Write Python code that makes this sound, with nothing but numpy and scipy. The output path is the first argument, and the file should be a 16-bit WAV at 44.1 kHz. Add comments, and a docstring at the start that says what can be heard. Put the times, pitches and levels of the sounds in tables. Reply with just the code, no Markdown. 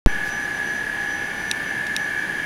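"""A microphone pops on and opens onto cooling tower fans in a concrete yard. Over a bed of rushing air
sits the whine of the drives, close tones that beat into a rough warble, with a thin whistle on top.
The tones swell and fade as the hand-held microphone moves. Close to it come a soft scuff and a few
sharp ticks of something small and hard."""
import sys
import numpy as np
from scipy import signal
from scipy.fft import rfft, irfft
from scipy.io import wavfile
from scipy.ndimage import uniform_filter1d

SR = 44100
rng = np.random.default_rng(int(sys.argv[2]) if len(sys.argv) > 2 else 0)


def transcribe(signal):
    """Save signal, clipped to [-1, 1], as a 16-bit WAV file at the path in sys.argv[1]."""
    frames = np.atleast_2d(signal).T
    limited = np.clip(frames, -1, 1)
    pcm = np.round(limited * 32767).astype(np.int16)
    wavfile.write(sys.argv[1], SR, pcm)


N = 108045
TIME = np.arange(N) / SR


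def undb(db):
    """Decibels to gain."""
    return 10 ** (np.asarray(db) / 20)


def walk(per_s):
    """Random modulator: steps held 1 / per_s seconds and smoothed twice; mean 0, spread 1."""
    hold = int(SR / per_s)
    steps = np.repeat(rng.standard_normal(size=1024)[:N // hold + 1], hold)[:N]
    smooth = uniform_filter1d(uniform_filter1d(steps, hold), hold)
    return (smooth - smooth.mean()) / smooth.std()


def noise(colour):
    """Noise of rms 1, shaped by an EQ curve of (frequency [Hz], level [dB]) points."""
    hz, db = np.array(colour).T
    bin_hz = np.maximum(np.fft.rfftfreq(N, 1 / SR), 1)
    eq_db = np.interp(np.log(bin_hz), np.log(hz), db, left=-np.inf, right=-np.inf)
    shaped = irfft(rfft(rng.standard_normal(N)) * undb(eq_db), N)
    return shaped / shaped.std()


def running_phase(hz):
    """Phase of a tone that follows a pitch curve from a random start."""
    return 2 * np.pi * (np.cumsum(hz) / SR + rng.random())


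# colour of the air bed (frequency [Hz], relative level [dB])
AIR_COLOUR = [(20, 0), (50, -6.5), (90, -4.5), (130, -2), (180, 1.5), (260, -1.5), (340, 0.5), (520, -6.5),
              (700, -4.5), (880, -2.5), (1050, -8), (1330, -8.5), (1950, -5.5), (2150, -2.5), (2330, -4),
              (2480, -10), (2750, -8), (3300, -11.5), (3800, -16.5), (4400, -18), (5000, -17),
              (5500, -24.5), (6600, -20), (7700, -28.5), (8700, -24), (10300, -20), (11500, -23.5),
              (13000, -31.5), (16000, -37.5)]

def air(level_db=-34, flicker_db=0.25):
    """Air rushes through the tower; every octave flickers a little on its own."""
    spectrum = rfft(noise(AIR_COLOUR))
    octave = np.log2(np.maximum(np.fft.rfftfreq(N, 1 / SR), 32) / 32)  # counted up from 32 Hz
    bands = (irfft(spectrum * np.maximum(1 - abs(octave - k), 0), N) for k in range(10))
    return undb(level_db) * sum(band * undb(flicker_db * walk(per_s=11.88)) for band in bands)


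# colour of the scuff (frequency [Hz], relative level [dB])
SCUFF_COLOUR = [(2500, -10), (5500, 2), (8000, -8), (12000, -9), (16000, -20)]

def scuff(peak_s=0.28, width_s=0.03, level_db=-45):
    """A brief soft hiss, like a finger sliding on the casing."""
    swell = np.exp(-((TIME - peak_s) / width_s) ** 2)
    return undb(level_db) * noise(SCUFF_COLOUR) * swell


# tick cues (time [s], gain [dB])
TICK_CUES = [(0.147, -33), (1.5134, -7.5), (1.8680, -24), (1.8707, -31), (1.9646, -9)]
# modes that ring in a tick (frequency [Hz], relative level [dB], time to fall 60 dB [s])
TICK_RING = [(2480, -8, 0.012), (3820, 1, 0.0058), (5660, -6.5, 0.0099), (7200, -11, 0.0068),
             (7900, -17, 0.0068), (8630, -16, 0.0054), (11070, -12, 0.0055)]
# colour of a tick's crack (frequency [Hz], relative level [dB])
CRACK_COLOUR = [(1200, -20), (2400, -5), (6000, -2), (11500, -7), (13000, -19), (16000, -24)]

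def ticks(crack_db=-6, crack_decay_s=0.0009, attack_s=0.00008):
    """Something small and hard clicks near the microphone: a crack and a few very short modes."""
    out, t = np.zeros(N), TIME[:SR // 20]
    ring = sum((-1) ** k * undb(db) * np.sin(2 * np.pi * hz * t) * np.exp(-np.log(1000) * t / t60)
               for k, (hz, db, t60) in enumerate(TICK_RING))
    attack = 1 - np.exp(-t / attack_s)
    for start_s, db in TICK_CUES:
        crack = undb(crack_db) * noise(CRACK_COLOUR)[:len(t)] * np.exp(-t / crack_decay_s)
        i = int(start_s * SR)
        out[i:i + len(t)] += undb(db) * (ring + crack) * attack
    return out


# surges at switch-on (time [s], rise [s], hold [s], decay [s])
POP_SURGES = [(0.0616, 0.000047, 0.0015, 0.007), (0.0658, 0.00063, 0.00042, 0.004),
              (0.0691, 0.0012, 0.00048, 0.0014)]

def switch_on_pop(drive_db=0.8, settle_s=0.078, input_limit=0.87):
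    """The microphone input jumps to its limit three times, then swings under zero and settles."""
    pop = 0
    for start, rise, hold, decay in POP_SURGES:
        attack = np.clip((TIME - start) / rise, 0, 1)
        release = np.exp(-np.maximum(TIME - start - rise - hold, 0) / decay)
        pop = np.maximum(pop, attack * release)
    high_passed = signal.lfilter([1, -1], [1, -np.exp(-1 / (settle_s * SR))], pop)
    return np.minimum(undb(drive_db) * high_passed, input_limit)


# the two whistle tones (frequency [Hz])
WHISTLE_PITCHES = [5950, 6765]
# their fader moves (time [s], lower tone's level [dB], upper tone's level [dB])
WHISTLE_FADERS = [(.08, -47, -65), (.12, -48, -65), (.17, -52, -63), (.25, -54, -65), (.31, -44, -65),
                  (.44, -46.5, -65), (.5, -63, -65), (.53, -48, -65), (.575, -47, -65), (.6, -62, -65),
                  (.63, -47, -65), (.79, -48, -62), (.86, -56, -63), (.95, -56, -65), (1.02, -51.5, -65),
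                  (1.14, -46, -68), (1.27, -50.5, -68), (1.33, -56, -67), (1.41, -48, -71),
                  (1.5, -48.5, -69), (1.62, -59, -68), (1.69, -47.5, -65), (1.78, -58, -68),
                  (1.94, -56, -59), (2.01, -48, -59), (2.07, -49.5, -61), (2.12, -57, -60),
                  (2.44, -55, -61)]

def whistle(flutter_hz=75, upper_db=-8, lower_db=-15, wander_hz=4.45, flicker_db=2):
    """Two thin, unsteady tones come and go; a sideband above and below gives each a fast flutter."""
    times, *faders = np.array(WHISTLE_FADERS).T
    flutter = running_phase(np.full(N, flutter_hz))
    out = 0
    for hz, fader in zip(WHISTLE_PITCHES, faders):
        phase = running_phase(hz + wander_hz * walk(per_s=20))
        sidebands = undb(upper_db) * np.sin(phase + flutter) - undb(lower_db) * np.sin(phase - flutter)
        level_db = np.interp(TIME, times, fader) + flicker_db * walk(per_s=35)
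        out += np.sqrt(2) * (np.sin(phase) + sidebands) * undb(level_db)
    return out


# strong drive tones (frequency [Hz])
DRIVE_PITCHES = [1690.3, 1726.8, 1757.7, 1623.0, 811.3, 2115.8]
# their swells as the microphone moves (time [s], then for each tone: level before trim [dB])
DRIVE_FADERS = [(0.08, -32, -37, -40, -43, -43, -53), (0.22, -29, -36, -41, -44, -45, -55),
                (0.45, -30, -35, -43, -42, -43, -61), (0.52, -32, -39, -44, -42, -46, -64),
                (0.62, -28, -38, -42, -39, -47, -55), (0.88, -30, -38, -40, -41, -49, -64),
                (1.02, -29, -44, -35, -43, -44, -57), (1.2, -30, -53, -35, -59, -43, -58),
                (1.35, -39, -46, -36, -45, -44, -55), (1.45, -34, -42, -32, -45, -46, -50),
                (1.56, -37, -41, -31, -43, -52, -54), (1.7, -33, -43, -32, -40, -55, -44),
                (1.95, -29, -41, -33, -40, -56, -46), (2.2, -30, -41, -34, -41, -51, -59),
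                (2.44, -33, -36, -37, -41, -54, -54)]
# weaker tones around the whine (frequency [Hz], level [dB], pitch wander [Hz])
WEAK_TONES = [(1187.2, -52.5, 1.5), (1432, -54, 3), (1469.5, -50, 1), (1504, -47, 5), (1566, -49, 5),
              (1586.7, -47, 2), (1654, -48, 3), (1671.5, -43, 2), (1794.2, -46, 2), (1855.8, -46, 1),
              (1892.9, -48, 1), (2178, -50, 6), (2261, -55, 3), (2312, -52, 10), (3176, -58, 3)]
# colour of the whine scattered by turbulent air (frequency [Hz], relative level [dB])
SCATTER_COLOUR = [(1400, -17), (1480, -18), (1540, -7), (1590, 0.5), (1650, -1), (1700, 10), (1760, -6),
                  (1830, 2.5), (1910, -23), (2000, -42)]

def whine(trim_db=0.8, weak_fade_db=4, scatter_db=-36.5):
    """Close drive tones share one nearly steady speed and beat over a narrow band of scatter."""
    speed = 1 + 0.00044 * walk(per_s=2.952)

    def tone(hz, wander_hz):
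        return np.sqrt(2) * np.sin(running_phase(hz * speed + wander_hz * walk(per_s=20)))

    times, *faders = np.array(DRIVE_FADERS).T
    out = 0
    for hz, fader in zip(DRIVE_PITCHES, faders):
        out += tone(hz, wander_hz=0.74) * undb(trim_db + np.interp(TIME, times, fader))
    for hz, db, wander_hz in WEAK_TONES:
        out += tone(hz, wander_hz) * undb(db + weak_fade_db * walk(per_s=3.9))
    return out + undb(scatter_db) * noise(SCATTER_COLOUR)


def scene():
    """Mono mix of the fans and the small handling sounds."""
    return (whine() + whistle() + air() + ticks() + scuff())[None]


def record(dry):
    """The microphone opens with a pop; a steep low-pass cuts the very top."""
    open_s, fade_s, top_hz = 0.0704, 0.0081, 15800
    fade_in = np.clip((TIME - open_s) / fade_s, 0, 1)
    low_pass = signal.ellip(8, 0.2, 70, top_hz, fs=SR, output="sos")
    return signal.sosfilt(low_pass, dry * fade_in + switch_on_pop())


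dry = scene()
out = record(dry)
transcribe(out)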